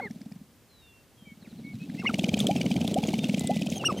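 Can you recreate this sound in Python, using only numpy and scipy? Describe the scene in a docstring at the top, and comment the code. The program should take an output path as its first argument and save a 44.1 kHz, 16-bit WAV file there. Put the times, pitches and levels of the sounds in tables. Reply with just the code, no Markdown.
"""A grouse dancing on short grass

Close by, a grouse stamps about twenty times a second. Each stamp is a knock and a dull thump in the turf.
At full dance its tail swishes and the quills click with the steps. Stiff feathers snap in between,
the grouse pop their neck sacs and squeak, others patter nearby and small birds whistle far off."""
import sys
import numpy as np
from scipy import signal
from scipy.fft import rfft, irfft
from scipy.io import wavfile

SR = 44100
rng = np.random.default_rng(int(sys.argv[2]) if len(sys.argv) > 2 else 0)


def output_pcm(signal):
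    """Save a mono or channel-first signal as 16-bit PCM at the path in sys.argv[1].

    Samples are clipped to [-1, 1] before scaling.
    """
    pcm = np.clip(np.atleast_2d(signal).T, -1, 1) * 32767
    wavfile.write(sys.argv[1], SR, np.round(pcm).astype(np.int16))


N = 176400
TIME = np.arange(N) / SR
BRIEF = np.arange(int(.06 * SR)) / SR   # the clock for one short sound, in seconds

# Levels in the tables are relative: the functions may turn a whole layer up or down.
# The tone of still morning air. Each row: frequency in Hz, level in dB.
AIR_TONE = [(25, -12), (90, 3), (177, -3), (432, -7.5), (700, -13), (1230, -16), (15500, -25.5)]
# The part of the air that differs between the ears. Each row: frequency in Hz, level in dB.
SIDE_AIR_TONE = [(25, 11), (900, -23), (16000, -20.5)]
# Far songbirds. Each row: start and length in seconds, first, middle and last pitch in Hz, level in dB.
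WHISTLES = [(0.683, 0.25, 4240, 3810, 3340, -61), (0.814, 0.21, 2774, 2744, 2714, -60),
            (1.162, .17, 3330, 3150, 3160, -61.5), (1.253, 0.088, 2350, 2244, 2210, -52),
            (1.639, 0.096, 2188, 2228, 2196, -46.5), (1.799, 0.051, 2533, 2555, 2620, -49.5),
            (3.175, 0.094, 3620, 3640, 3640, -46), (3.384, 0.23, 2020, 2020, 1980, -48.5)]
# The other grouse moving about. Each row: time in seconds, then patter, scuff and rustle levels in dB.
BUSTLE_LEVELS = [(0, -46, -49.5, -65), (.4, -53, -72.5, -75), (.6, -67, -89, -97), (1.15, -78, -72, -84),
                 (1.48, -56, -58.5, -67), (1.6, -39.5, -57, -64.5), (1.76, -40, -63, -64),
                 (1.95, -38, -50.5, -56.5), (2.12, -37.5, -40.5, -50.5), (2.43, -27, -37.5, -47.5),
                 (3.02, -30.5, -35.5, -47.5), (3.6, -29.5, -44, -47.5), (4, -38.5, -33.5, -52.5)]
# The tone of scuffed grass. Each row: frequency in Hz, level in dB.
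SCUFF_TONE = [(52, -47), (82, 7), (130, 2.5), (350, 7.5), (550, 1.5), (780, -5), (1050, -19), (1600, -20.5)]
# The tone of rustling feathers. Each row: frequency in Hz, level in dB.
RUSTLE_TONE = [(1600, -12), (2300, 3.5), (3600, 4.5), (4600, 0), (7000, -4.5), (10000, -10), (16000, -16.5)]
# Hollow pops from the neck sacs. Each row: start in seconds, level in dB.
POPS = [(2.486, -20), (2.957, -20.5), (3.491, -20.5), (3.757, -36.5), (3.797, -37.5)]
# Squeaks and yelps. Each row: start and length in seconds, first, middle and last pitch in Hz,
# level in dB, rough drop from one overtone to the next in dB.
SQUEAKS = [(-.012, 0.022, 1011, 846, 644, -27.5, 10.5), (0, 0.087, 1910, 2167, 1500, -36, 24),
           (0.007, 0.073, 638, 431.4, 410, -39.5, 7.5), (1.982, 0.035, 2500, 2744, 2470, -40, 14),
           (1.974, 0.053, 2000, 2140, 2120, -44.5, 30), (2.049, 0.012, 820, 1074, 1300, -30.5, 9.5),
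           (2.059, 0.017, 1980, 2173, 2220, -20, 29), (2.067, 0.023, 2810, 2800, 2350, -22.5, 21.5),
           (2.09, 0.0186, 1680, 1360, 1190, -30, 23), (2.367, 0.065, 2380, 1370, 1120, -51, 12),
           (2.382, 0.065, 3400, 3160, 2970, -45, 6), (2.557, 0.036, 2800, 2680, 2460, -42.5, 5),
           (1.442, 0.031, 2850, 2350, 1650, -55.5, 30), (2.014, .032, 1910, 1247, 990, -46, 16),
           (3.749, 0.04, 3210, 3220, 3080, -39, 4), (3.79, 0.042, 3120, 2780, 2630, -37.5, 31),
           (3.834, 0.017, 694, 1306, 1900, -29.5, 16), (3.848, 0.035, 2620, 2888, 2600, -19.5, 7),
           (3.884, .032, 1305, 1216, 940, -25, 23), (3.894, 0.029, 2590, 2630, 2500, -42, 4),
           (3.968, 0.03, 2910, 3160, 2850, -40.5, 7)]
# Stiff feathers snapping; the first three rows, on the opening steps, are the high ring of the quills as the
# tail clicks. Each row: time in seconds, level in dB, pitch in Hz.
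SNAPS = [(0.111, -49, 5250), (0.217, -49.5, 5100), (0.323, -50, 5200), (2.392, -27, 7500),
         (2.4038, -18.5, 3610), (2.47, -20, 3220), (2.469, -29, 7480), (2.878, -25, 3520),
         (2.943, -27.5, 3375), (2.943, -30, 7730), (3.073, -33, 6670), (3.395, -27, 7810),
         (3.409, -34.5, 3840), (3.473, -28, 7900), (3.475, -31.5, 3585), (3.702, -32.5, 6520),
         (3.781, -34, 6230)]
# How hard the bird dances. Each row: time in seconds, level in dB.
VIGOUR = [(0, -21), (.35, -23), (.5, -41), (1.3, -30.5), (1.85, -34), (2.09, -11.5), (2.19, 0.5),
          (2.35, -5.5), (3.65, -3), (3.8, 1.5), (4, -16.5)]
# The tone of the tail's swish. Each row: frequency in Hz, level in dB.
SWISH_TONE = [(1500, -30), (2300, -1.5), (3600, 3), (4400, -1), (8500, -1), (11000, -6), (16000, -17)]
# The dancer's steps. Each row: time in seconds, thump level in dB, tail click level in dB.
STAMPS = [(0.058, -30.5, -58), (0.11, -28.5, -49.5), (0.164, -32, -75), (0.216, -33, -52),
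          (0.266, -30.5, -69), (0.322, -31.5, -53.0), (0.364, -35, -62.8), (0.417, -36, -72.8),
          (1.226, -40.5, -67), (1.275, -40, -75), (1.323, -38.5, -69), (1.378, -42.5, -83),
          (1.428, -39.5, -57), (1.478, -38.5, -57), (1.53, -34, -57), (1.598, -31, -62), (1.652, -32, -61),
          (1.742, -27.5, -58), (1.818, -34, -55), (1.9, -26, -45), (1.949, -25, -49), (2, -26.5, -45),
          (2.048, -24.5, -41), (2.097, -19, -36), (2.144, -18, -24), (2.195, -17, -24.5),
          (2.244, -16.5, -22.5), (2.293, -16, -25), (2.343, -15, -21), (2.378, -18.0, -33.5),
          (2.416, -19, -55), (2.45, -18, -51), (2.514, -16, -28), (2.564, -16, -29.5),
          (2.615, -18.5, -23.5), (2.664, -15.5, -29.5), (2.716, -18, -27), (2.766, -16.5, -29.5),
          (2.815, -18, -29.5), (2.852, -16, -36), (2.886, -21.5, -60.7), (2.92, -17.7, -55),
          (2.987, -16.5, -39), (3.039, -16.5, -27.5), (3.09, -18, -31.5), (3.142, -15, -28),
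          (3.192, -18.5, -30), (3.244, -18.5, -26), (3.297, -19, -29.5), (3.346, -15.5, -26),
          (3.382, -19, -37), (3.417, -22.5, -51), (3.45, -20, -46), (3.516, -20.5, -37), (3.57, -19, -32.5),
          (3.622, -18.7, -29.5), (3.671, -21, -31.5), (3.725, -20.5, -33), (3.926, -20.5, -41),
          (3.991, -24, -41)]


def from_db(db):
    """Turn decibels into a number to multiply a sound by."""
    return 10 ** (np.asarray(db) / 20)


def rms_one(x):
    """Scale a sound so that its average power is 1."""
    return x / np.sqrt(np.mean(x ** 2) + 1e-20)


def gains(rows):
    """Turn each dB column of a table into a volume for every sample."""
    times, *columns = np.transpose(rows)
    return [from_db(np.interp(TIME, times, column)) for column in columns]


def add(out, start_s, sound):
    """Mix a sound in at a given time, dropping what does not fit."""
    i = int(round(start_s * SR))
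    part = sound[max(-i, 0):max(N - i, 0)]
    out[max(i, 0):max(i, 0) + len(part)] += part


def noise(tone):
    """Steady noise shaped by a tone table."""
    hz, db = np.transpose(tone)
    all_hz = np.arange(N // 2 + 1) * SR / N
    curve_db = np.interp(np.log(all_hz + 1), np.log(hz), db, left=-60, right=-60)
    return rms_one(irfft(rfft(rng.standard_normal(N)) * from_db(curve_db), N))


def wander(t, rate_hz):
    """A random wobble, mostly between -1 and 1."""
    return np.interp(t * rate_hz, np.arange(4096), rng.standard_normal(4096))


def phase_of(hz):
    """The angle a wave has turned through as it follows a changing pitch."""
    return 2 * np.pi * np.cumsum(hz) / SR


def bump(t, width_s):
    """A smooth hill that peaks where t is zero."""
    return np.exp(-.5 * (t / width_s) ** 2)


def swell(rise_s, shape):
    """A volume that rises, then dies away; a larger shape makes it shorter."""
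    u = BRIEF / rise_s
    return (u * np.exp(1 - u)) ** shape


def thud(hz, rise_s, shape):
    """A few swings of a tone that quickly dies away."""
    return swell(rise_s, shape) * np.sin(2 * np.pi * hz * BRIEF)


def grit(low_hz, high_hz):
    """A short piece of bright rubbing noise."""
    hiss = rng.standard_normal(len(BRIEF))
    bright = signal.sosfilt(signal.butter(2, low_hz, "high", fs=SR, output="sos"), hiss)
    return rms_one(signal.sosfilt(signal.butter(2, high_hz, fs=SR, output="sos"), bright))


def note(length_s, pitches, rough, shape, drop_db=0, harmonics=1):
    """A bird note that curves through three pitches, with overtones if asked for."""
    t = np.arange(int(length_s * SR)) / SR
    progress = t / length_s
    hz = np.polyval(np.polyfit([0, .5, 1], pitches, 2), progress)
    phase = phase_of(hz * (1 + rough * wander(t, 857)))
    wave = sum(from_db(-drop_db * k - k * (k - 1.5)) * np.sin((k + 1) * phase) for k in range(harmonics))
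    return np.sin(np.pi * progress) ** shape * wave


def vigour_db(s):
    """How hard the bird is dancing at a given second."""
    return np.interp(s, *np.transpose(VIGOUR))


def air():
    """Faint morning air: the part both ears share, and the part that differs."""
    side = from_db(-67.5) * noise(SIDE_AIR_TONE)
    return from_db(-60) * noise(AIR_TONE), side


def meadow_echo(calls, echo_db=-25.5, fade_s=0.17):
    """The meadow scatters a little sound back, leaving a faint echo behind each call."""
    t = TIME[:SR // 2]
    scatter = rng.standard_normal(len(t)) * from_db(-60 * t / fade_s)
    echo = signal.fftconvolve(calls, scatter / np.linalg.norm(scatter))[:N]
    return calls + from_db(echo_db) * echo


def songbirds(trill_start_s=1.402, trill_step_s=.079, trill_hz=(4700, 4050, 3550)):
    """Small far birds sing pure whistles and a thin trill of seven falling notes."""
    out = np.zeros(N)
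    for s, length_s, *pitches, db in WHISTLES:
        add(out, s, from_db(db) * note(length_s, pitches, rough=0.0065, shape=0.37))
    for k in range(7):
        falling = note(.052, trill_hz, rough=0.035, shape=1)
        add(out, trill_start_s + k * trill_step_s, from_db(-61) * falling)
    return out


def bustle(steps_per_s=110, low_hz=145.5, high_hz=277, range_db=8):
    """Other grouse patter about at random, scuffing the grass and rustling their feathers."""
    patter_gain, scuff_gain, rustle_gain = gains(BUSTLE_LEVELS)
    scuff = noise(SCUFF_TONE) * from_db(4.76 * wander(TIME, 90))
    rustle = noise(RUSTLE_TONE) * from_db(4 * wander(TIME, 601) + 2 * wander(TIME, 45))
    patter = np.zeros(N)
    for k, (delay, pitch, size) in enumerate(rng.random((int(steps_per_s * N / SR), 3))):
        step = thud(low_hz + (high_hz - low_hz) * pitch, rise_s=0.0048, shape=1.05)
        add(patter, (k + delay) / steps_per_s, from_db(range_db * size) * step)
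    patter = from_db(-2.5) * patter_gain * rms_one(patter)
    return patter + scuff_gain * rms_one(scuff) + rustle_gain * rms_one(rustle)


def bustle_dips(lead_s=0.016, dip_db=-2):
    """A volume that makes the bustle a little quieter just before each stamp."""
    return from_db(dip_db * sum(bump(TIME - s + lead_s, width_s=0.0045) for s, *_ in STAMPS))


def pops(start_hz=325, ring_hz=844, glide_s=0.0085):
    """Each pop slides up to the pitch at which the neck sacs ring."""
    out = np.zeros(N)
    phase = phase_of(ring_hz + (start_hz - ring_hz) * np.exp(-BRIEF / glide_s))
    for s, db in POPS:
        add(out, s, from_db(db) * swell(rise_s=0.0083, shape=1.14) * np.sin(phase))
    return out


def squeaks(rasp_hz=28):
    """The grouse squeak and yelp, their voices breaking from one pitch range to another."""
    out = np.zeros(N)
    for s, length_s, *pitches, db, drop_db in SQUEAKS:
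        squeak = note(length_s, pitches, rough=rasp_hz / pitches[1], shape=0.79, drop_db=drop_db, harmonics=5)
        add(out, s, from_db(db) * squeak)
    return out


def wings(start_s=1.735):
    """The opening wings push a soft, low puff of air."""
    out = np.zeros(N)
    add(out, start_s, from_db(-33.5) * thud(hz=121.3, rise_s=.013, shape=2.2))
    return out


def feather_snaps(width_s=0.00076, fade_s=0.0036):
    """A stiff feather lets go, or a quill rings high as the tail clicks: a tiny ping and a dry crackle."""
    out, middle = np.zeros(N), BRIEF.mean()
    for s, db, hz in SNAPS:
        phase = phase_of(hz * (1 + 0.076 * wander(BRIEF, 2453)))
        ping = np.sin(phase) * bump(BRIEF - middle, width_s)
        crackle = grit(2500, 10000) * np.exp(-BRIEF / fade_s)
        add(out, s - middle, from_db(db + 3) * ping)
        add(out, s - width_s, from_db(db - 9.5) * crackle)
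    return out


def quill_clicks(base_hz=2892, width_s=.0013, pitch_split=.12, lag_s=.0006):
    """The quills of the tail's two halves catch in rough, rising chirps, a little apart in pitch and time."""
    out, middle = np.zeros(N), BRIEF.mean()
    t = BRIEF - middle
    rise = 0.27 * np.tanh(70 * t)
    for s, _, db in STAMPS:
        hz = base_hz * (1 + 0.013 * vigour_db(s) + 0.0408 * rng.standard_normal())   # lazy tails click lower
        for half in (-1, 1):
            phase = phase_of(hz * (1 + half * pitch_split + rise + 0.076 * wander(BRIEF, 1995)))
            chirp = np.sin(phase) + from_db(-10) * np.sin(2 * phase) + from_db(-14) * grit(3400, 5700)
            click = chirp / np.cosh(t / width_s)   # only the middle of the chirp is heard
            add(out, s - middle + half * lag_s, from_db(db - 2) * click)
    return out


def tail_swish(lead_s=0.0067):
    """The tail feathers slide past each other just before the quills click."""
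    sweeps, middle = np.zeros(N), BRIEF.mean()
    for s, *_ in STAMPS:
        add(sweeps, s - lead_s - middle, bump(BRIEF - middle, width_s=0.005))
    level_db = -42 + vigour_db(TIME) + 1.7 * wander(TIME, 700)
    return from_db(level_db) * sweeps * noise(SWISH_TONE)


def feet(thump_hz=204, knock_hz=641, lead_s=0.00723, knock_rise_s=.002):
    """Each foot lands with a short knock, then the turf thumps. Harder dancing brings out the knock."""
    out = np.zeros(N)
    for s, db, _ in STAMPS:
        landing_s = s - lead_s
        thump = thud(thump_hz * (1 + 0.038 * rng.standard_normal()), rise_s=0.88 * lead_s, shape=2.61)
        knock = thud(knock_hz * (1 + .1 * rng.standard_normal()), knock_rise_s, shape=2.3)
        add(out, landing_s, from_db(db - 1) * thump)
        add(out, landing_s - knock_rise_s / 2, from_db(db - 7 + .5 * vigour_db(s)) * knock)
    return signal.sosfilt(signal.butter(6, 1050, fs=SR, output="sos"), out)   # keep the stamps dull


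def scene():
    """All the birds sit in the centre; only the faint air differs between the ears."""
    shared_air, side_air = air()
    dancer = feet() + wings() + quill_clicks() + tail_swish() + feather_snaps()
    calls = meadow_echo(pops() + squeaks() + songbirds())
    centre = shared_air + dancer + calls + bustle() * bustle_dips()
    return np.array([centre + side_air, centre - side_air])


def record(dry, low_hz=50, high_hz=15900):
    """The microphone loses the deep bass, and the highest treble is cut off sharply."""
    less_bass = signal.sosfilt(signal.butter(2, low_hz, "high", fs=SR, output="sos"), dry)
    return signal.sosfilt(signal.ellip(10, .1, 80, high_hz, fs=SR, output="sos"), less_bass)


dry = scene()
out = record(dry)
output_pcm(out)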